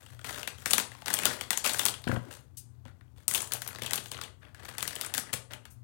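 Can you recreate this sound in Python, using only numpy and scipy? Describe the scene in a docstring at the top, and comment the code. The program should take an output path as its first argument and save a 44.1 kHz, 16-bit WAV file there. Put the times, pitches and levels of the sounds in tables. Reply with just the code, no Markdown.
"""A plastic snack bag crackles as it is tugged, turned over, set down on a desk and cut with scissors.
Each tug or cut strains the stiff film: a few big creases snap and countless small ones rustle.
The desk thuds, the scissor handles knock on it, and the steel blades swish and click.
The small room echoes briefly, and a low ventilation rumble lies underneath.
The microphone feeds the left channel only."""
import sys
import numpy as np
from scipy import signal
from scipy.io import wavfile
from scipy.ndimage import uniform_filter1d

SR = 44100
rng = np.random.default_rng(int(sys.argv[2]) if len(sys.argv) > 2 else 0)


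def to_wav(s):
    """Save 16-bit WAV."""
    ch = np.atleast_2d(s).T  # columns
    pcm = np.round(np.clip(ch, -1, 1) * 32767)  # PCM
    wavfile.write(sys.argv[1], SR, pcm.astype(np.int16))


N = 257170
TIME = np.arange(N) / SR
# edges and centres of 24 frequency bands, from bass to treble: f/Hz
EDGES = np.geomspace(28, 17500, 25)
CENTRES = np.sqrt(EDGES[1:] * EDGES[:-1])


def from_db(db):
    """Turn decibels into a factor to multiply a sound by."""
    return np.exp(np.asarray(db) * np.log(10) / 20)


def rms_one(x):
    """Scale each row so that its average strength (rms) is 1."""
    return x / np.sqrt(np.mean(x ** 2, axis=-1, keepdims=True) + 1e-30)


def at_bands(points):
    """Read a table of frequencies and values at the centre of each band."""
    hz, value = np.transpose(points)
    return np.interp(np.log(CENTRES), np.log(hz), value)


def band(x, k):
    """Keep the part of a sound that lies in band k."""
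    return signal.sosfilt(signal.butter(2, EDGES[k:k + 2], "band", fs=SR, output="sos"), x + 1e-18)


def shares(colour):
    """Turn a tone colour (the level in each 1 Hz slice) into band gains with total power 1."""
    gain = from_db(at_bands(colour)) * np.sqrt(np.diff(EDGES))
    return gain / np.linalg.norm(gain)


def treble_side(pivot_hz=4500):
    """One number per band, from -1/2 in the bass to nearly +1/2 in the treble."""
    return .5 * np.tanh(2 * np.log(CENTRES / pivot_hz))


def near_pitch(k, hz, width=0.094):
    """How close a note is to band k, from 0 (far away) to 1 (at its centre)."""
    return np.exp(-.5 * (np.log(CENTRES[k] / hz) / width) ** 2)


def noise(colour):
    """Steady noise with the given tone colour."""
    white = rng.standard_normal((2, N))
    return sum(gain * rms_one(band(white[k % 2], k)) for k, gain in enumerate(shares(colour)))


def add(out, start_s, sound):
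    """Mix a short sound into out, beginning at start_s."""
    at = max(round(start_s * SR), 0)
    out[at:at + len(sound)] += sound[:max(N - at, 0)]


def ventilation(air_db=-57, hum_db=-60, hum_hz=119.9, waver=0.69):
    """Moving air rumbles, and a motor hums with a wavering loudness."""
    # tone colour of the air: f/Hz, level/dB
    air_colour = [(30, -33.5), (50, -20.5), (70, -7.5), (115, -2.5), (150, -30), (190, -20.5), (300, -25),
                  (450, -39), (900, -37), (1900, -49.5), (4000, -54), (16000, -56)]
    knots = rng.standard_normal(40)
    sway = np.interp(TIME, np.linspace(0, TIME[-1], len(knots)), knots)
    hum = np.sqrt(2) * np.sin(2 * np.pi * hum_hz * TIME) * (1 + waver * sway)
    return from_db(air_db) * noise(air_colour) + from_db(hum_db) * hum


def room(x, build_s=0.004):
    """Echoes from cluttered walls build up quickly and die soonest in the highest treble."""
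    # how long the echo lasts: f/Hz, time to fade by 60 dB/s
    fade_times = [(150, 0.28), (600, 0.43), (2000, 0.3), (5000, 0.28), (9000, 0.29), (16000, 0.051)]
    # the echo's strength against the direct sound: f/Hz, level/dB
    echo_levels = [(150, -3.5), (600, -4.5), (2000, -6.5), (5000, -5), (9000, -6.5), (16000, -6)]
    t = np.arange(SR // 2) / SR
    build_up = 1 - np.exp(-(t / build_s) ** 2)
    white, echo = rng.standard_normal((2, len(t))), 0
    for k, (fade_s, db) in enumerate(zip(at_bands(fade_times), at_bands(echo_levels))):
        tail = band(white[k % 2] * from_db(-60 * t / fade_s) * build_up, k)
        gain = from_db(db) * np.sqrt(2 * np.diff(EDGES)[k] / SR)
        echo = echo + gain * tail / np.linalg.norm(tail)
    return signal.fftconvolve(x, echo)[:N]


def struck(blows, notes, contact_s, soft_hz):
    """Each blow is a short, padded scuff that sets all of an object's own notes ringing."""
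    t, out = np.arange(SR // 4) / SR, np.zeros(N)
    for start, level_db in blows:
        body = 0
        for hz, db, fade_s in notes:
            contact = rng.standard_normal(len(t)) * np.exp(-t / contact_s)
            ring = from_db(-60 * t / fade_s) * np.cos(2 * np.pi * hz * t)
            body = body + from_db(db) * rms_one(signal.fftconvolve(ring, contact)[:len(t)])
        body *= np.sqrt(SR / 100) / np.linalg.norm(body)   # as much energy as 10 ms at strength 1
        add(out, start, from_db(level_db) * body)
    return signal.sosfilt(signal.butter(2, soft_hz, fs=SR, output="sos"), out)


def desk_thuds():
    """The bag and hands bump the desk, which answers with low notes."""
    # soft blows: t/s, level/dB
    thuds = [(1.28, -42), (2.070, -30.5), (2.093, -26.5), (2.124, -29), (2.146, -33.5), (2.166, -30.5),
             (2.854, -46), (3.82, -40.5), (5.178, -44), (5.333, -39)]
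    # the desk's notes: f/Hz, level/dB, time to fade by 60 dB/s
    desk_notes = [(83, -4.5, 0.072), (116, 2, .13), (170, -6, 0.21), (239.4, 0.5, 0.13), (370, -14, 0.023),
                  (531, -6, 0.081), (700, -10, 0.047)]
    return struck(thuds, desk_notes, contact_s=0.0035, soft_hz=1100)


def handle_knocks():
    """The scissors' plastic handles knock on the desk and ring briefly."""
    # knocks: t/s, level/dB
    knocks = [(2.075, -35), (2.096, -42), (2.115, -33.5), (2.136, -57), (2.161, -40.5), (2.309, -53)]
    # the handles' notes: f/Hz, level/dB, time to fade by 60 dB/s
    handle_notes = [(990, 2, 0.038), (1370, -2, 0.02), (1553, 2.5, 0.042), (1700, 12.5, 0.014),
                    (1900, -10, 0.024), (2900, 2, 0.0061)]
    return struck(knocks, handle_notes, contact_s=0.0025, soft_hz=2800)


def blades(rise_share=0.2):
    """One steel edge slides over the other with a short, bright hiss."""
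    # slides of the blades: t/s, level/dB, length/s
    swishes = [(2.569, -43.5, 0.014), (3.298, -39, 0.018), (3.349, -34, 0.015), (4.39, -77.5, 0.069),
               (5.701, -58.5, 0.017)]
    # tone colour of the hiss: f/Hz, level/dB
    blade_colour = [(1000, -46), (2500, -21), (4500, -17.5), (6500, -10.5), (8500, -6), (11000, -9.5),
                    (16000, -13.5)]
    loudness = np.zeros(N)
    for start, db, length in swishes:
        age = np.maximum(TIME - start, 0)
        rise = 1 - np.exp(-age / (rise_share * length))
        loudness += from_db(db) * rise * np.exp(-(age / (2 * length)) ** 2)
    return loudness * noise(blade_colour)


def settle(start_s=2.245, length_s=.08, centre_hz=301, level_db=-51):
    """The bag slides to rest on the desk with a soft, low rub that swells and fades."""
    count, out = int(length_s * SR), np.zeros(N)
    rub = signal.lfilter(*signal.iirpeak(centre_hz, Q=5, fs=SR), rng.standard_normal(count))
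    add(out, start_s, from_db(level_db) * np.hanning(count) * rms_one(rub))
    return out


def strokes(rows, rise_s, fade_db_per_s):
    """Each stroke strains the film, holds and lets go; gives power, and power times brightness."""
    power, treble = np.zeros(N), np.zeros(N)
    for start, length, level_db, treble_db in rows:
        age = np.arange(int((length + .5) * SR)) / SR
        fade_db = fade_db_per_s * np.maximum(age - length, 0)
        stroke = (np.minimum(age / rise_s, 1) * from_db(level_db - fade_db)) ** 2
        add(power, start, stroke)
        add(treble, start, stroke * treble_db)
    return power, treble


def strain(rest_db=-82, rest_treble_db=-5.5):
    """Hands and scissors strain the faintly creaking bag: tight film sounds bright, slack film dull."""
    # the hands hold, tug or turn the bag: t/s, length/s, level/dB, treble over bass/dB
    tugs = [(0, 2.07, -60, -4), (.242, 0.16, -44, -4.5), (.58, 0.11, -56.5, 0.5), (.658, 0.15, -43.5, 2.5),
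            (1.065, 0.28, -43.5, -5.5), (1.245, .05, -39.5, -6.5), (1.3, .15, -52.5, -6),
            (1.505, 0.026, -45, -5), (1.638, 0.04, -33, 1.5), (1.69, 0.2, -40, 2),
            (2.07, 0.075, -49.5, -4.5), (2.16, 0.25, -62, -4.5), (2.305, 0.047, -51.5, -2),
            (2.855, 0.029, -63, -15), (3.16, 0.063, -62.5, -4.5), (3.44, .82, -58.5, 11),
            (4.41, 0.074, -65, -25.5), (4.56, .75, -56.5, -14), (5.326, 0.0099, -35.5, 2.5),
            (5.5, 0.034, -52, -19.5)]
    # the blades bite along its top: t/s, length/s, level/dB, treble over bass/dB
    cuts = [(3.283, 0.15, -41.5, 0), (3.507, 0.04, -38, -5), (3.655, 0.16, -46.5, -8.5),
            (3.81, 0.18, -45.5, -11), (4.115, 0.13, -47.5, -14.5), (4.63, .14, -52.5, -7),
            (4.78, 0.28, -46, -5), (5.14, 0.048, -38.5, 9.5)]
    tug, tug_treble = strokes(tugs, rise_s=0.0056, fade_db_per_s=421.5)
    cut, cut_treble = strokes(cuts, rise_s=.012, fade_db_per_s=414.5)
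    rest = from_db(rest_db) ** 2
    power = tug + cut + rest
    bright_db = (tug_treble + cut_treble + rest * rest_treble_db) / power
    return 10 * np.log10(power), bright_db, cut / power


def rustle(brisk_ticks_per_s=560, brisk_db=-44, spread_db=5.5, tick_s=0.0017, ring_db=12, gain_db=-2):
    """Tiny creases tick at random, each with its own note, over the smooth rub of film on skin."""
    # tone colour of the rustle: f/Hz, level/dB
    rustle_colour = [(150, -4), (250, -2), (400, -2), (700, -1), (1100, -3.5), (1600, 2), (2300, -5.5),
                     (3300, -3), (5000, -7.5), (7000, -5), (9000, -4), (12000, -10), (16000, -12)]
    effort_db, bright_db, cut_share = strain()
    pace = np.clip(from_db((effort_db - brisk_db) / 2), .1, 2)   # harder work flips more creases
    # cutting makes fewer ticks and less rub than handling
    flips = rng.random(N) < brisk_ticks_per_s * pace * (1 - .6 * cut_share) / SR
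    rub = .45 * (1 - .8 * cut_share)
    reach_db = spread_db * np.sqrt(np.minimum(pace, 1))   # a gentle hand flips only small creases
    sizes = flips * from_db(reach_db * np.minimum(rng.exponential(1, N), 4))
    sizes /= np.sqrt(uniform_filter1d(sizes ** 2, size=SR // 25) + 100 / SR)   # the hands pull evenly
    note_hz = 700 * 2 ** (4 * rng.random(N)[flips])   # spread over four octaves
    white, out = rng.standard_normal((2, N)), np.zeros(N)
    for k in np.flatnonzero(CENTRES > 130):
        ticks = sizes.copy()
        ticks[flips] *= from_db(ring_db * near_pitch(k, note_hz))
        fading_ticks = rms_one(signal.lfilter([1], [1, -np.exp(-1 / (tick_s * SR))], ticks + 1e-18))
        gain = shares(rustle_colour)[k] * from_db(bright_db * treble_side()[k])
        out += gain * rms_one(band(white[k % 2] * (fading_ticks + rub), k))
    return from_db(effort_db + gain_db) * out


def snaps(crack_s=.0008, flutter_s=0.023, flutter_db=-22, bounce_s=.0011, bounce_db=-3, ring_db=11):
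    """The bag snaps or the blades click; each crack rings briefly at one pitch and bounces off the desk."""
    # sharp snaps of the bag and bright clicks of the blades, with their pitches: t/s, level/dB, f/Hz
    cracks = [(.063, -51.5, 3200), (0.1918, -48.5, 1300), (.2442, -38, 2050), (0.2933, -36.5, 1890),
              (0.43, -35.5, 2800), (0.4751, -29.5, 2110), (0.6583, -25, 1900), (.708, -24, 7800),
              (0.7117, -28, 8000), (.7332, -16.5, 3570), (0.7807, -20.5, 2040), (0.7985, -28, 1170),
              (.917, -44, 1870), (0.95, -47, 1000), (1.0195, -44, 800), (1.059, -34.5, 4870),
              (1.0811, -28.5, 1970), (1.1025, -30, 1880), (1.131, -33, 7960), (1.1388, -20.5, 10400),
              (1.1683, -35, 3060), (1.1882, -28, 2600), (1.234, -30.5, 2130), (1.2544, -18, 3490),
              (1.2654, -28.5, 1410), (1.4104, -30.5, 2670), (1.5055, -21.5, 1950), (1.53, -29, 2680),
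              (1.574, -24.5, 7560), (1.645, -28, 2560), (1.651, -27.5, 1200), (1.6625, -25.5, 2300),
              (1.6935, -29.5, 4000), (1.7088, -35, 3830), (1.7343, -30, 8700), (1.7934, -22.5, 3350),
              (1.8533, -20, 10400), (1.8615, -24, 3470), (1.8836, -26.5, 3500), (1.9398, -37.5, 3040),
              (2.0397, -42.5, 4190), (2.8528, -53, 930), (3.0093, -57.5, 1700), (3.2799, -20.5, 10100),
              (3.3112, -31, 1620), (3.3376, -28, 8500), (3.3471, -22.5, 3120), (3.356, -29, 1170),
              (3.3783, -32, 3530), (3.4184, -31.5, 9300), (3.473, -44.5, 9300), (3.5198, -29.5, 3530),
              (3.5351, -27, 10800), (3.6187, -33.5, 1980), (3.676, -33, 11700), (3.8207, -34.5, 3020),
              (3.8341, -37, 3550), (3.862, -31.5, 3080), (3.9086, -31, 1940), (3.933, -24, 3480),
              (3.957, -29.5, 10700), (3.977, -33.5, 2870), (4.058, -42, 3450), (4.116, -34.5, 2750),
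              (4.213, -36, 4280), (4.2364, -39, 3100), (4.5462, -47, 1730), (4.6528, -43, 2000),
              (4.6892, -40.5, 1590), (4.7821, -32, 2030), (4.806, -38, 3260), (4.8267, -27.5, 2020),
              (4.877, -29.5, 3550), (4.954, -35.5, 9600), (5.0115, -29.5, 3580), (5.047, -35.5, 2060),
              (5.062, -36, 9000), (5.139, -28.5, 3370), (5.148, -32, 1840), (5.179, -25, 1610),
              (5.331, -32, 3470), (5.52, -47, 1570), (5.534, -38.5, 2850), (5.6533, -46, 1560)]
    # tone colour of a snap: f/Hz, level/dB
    snap_colour = [(150, 7), (300, -7), (600, -2.5), (1000, 0.5), (1600, -0.5), (2300, -1.5), (3300, -0.5),
                   (5000, -6), (7000, -5), (9000, -3.5), (12000, -10), (16000, -12)]
    starts, level_db, note_hz = np.transpose(cracks)
    typical_db, typical_hz, grip_s = -30, 3000, 3.2
    bright_db = 1.5 + 0.5 * (level_db - typical_db)   # a harder snap is brighter
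    bright_db += 2 * np.log2(note_hz / typical_hz)   # so is a higher-pitched one
    bright_db += 5.5 * (starts > grip_s)   # and any once the scissors hold the film tight
    t = np.arange(SR // 70) / SR
    white = rng.standard_normal((len(starts), 2, len(t)))
    delay, sounds, out = round(bounce_s * SR), 0, np.zeros(N)
    for k in np.flatnonzero(CENTRES > 200):
        ring = near_pitch(k, note_hz[:, None])
        # high notes die soonest, and the ringing pitch lasts longest
        age = t * (CENTRES[k] / 4000) ** 0.088 / (1 + 2 * ring)
        burst = np.exp(-age / crack_s) + from_db(flutter_db) * np.exp(-age / flutter_s)
        burst[:, delay:] = np.hypot(burst[:, delay:], from_db(bounce_db) * burst[:, :-delay])
        gain = shares(snap_colour)[k] * from_db(bright_db[:, None] * treble_side()[k] + ring_db * ring)
        sounds = sounds + gain * rms_one(band(white[:, k % 2] * burst, k))
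    for start, db, sound in zip(starts, level_db, rms_one(sounds)):
        add(out, start, .5 * from_db(db) * sound)
    return out


def scene(desk_echo_db=-7):
    """Bag, scissors and desk in the room, heard on the left only."""
    handling = rustle() + blades() + handle_knocks()
    desk = desk_thuds() + settle()
    # a crumpled sheet sends a different crack in each direction, and each meets other walls
    snap_echoes = sum(room(snaps()) for direction in range(2)) / np.sqrt(2)
    direct = snaps() + handling + desk
    echoes = snap_echoes + room(handling + from_db(desk_echo_db) * desk)
    left = 2 * (direct + echoes + ventilation())
    return np.array([left, np.zeros(N)])


def record(dry, low_cut_hz=55, high_cut_hz=16200, peak_limit=.7):
    """The microphone loses the deep bass; the tallest peaks and the highest treble are cut off."""
    thin = signal.sosfilt(signal.butter(3, low_cut_hz, "high", fs=SR, output="sos"), dry)
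    clipped = np.clip(thin, -peak_limit, peak_limit)
    return signal.sosfilt(signal.ellip(10, .1, 80, high_cut_hz, fs=SR, output="sos"), clipped)


dry = scene()
out = record(dry)
to_wav(out)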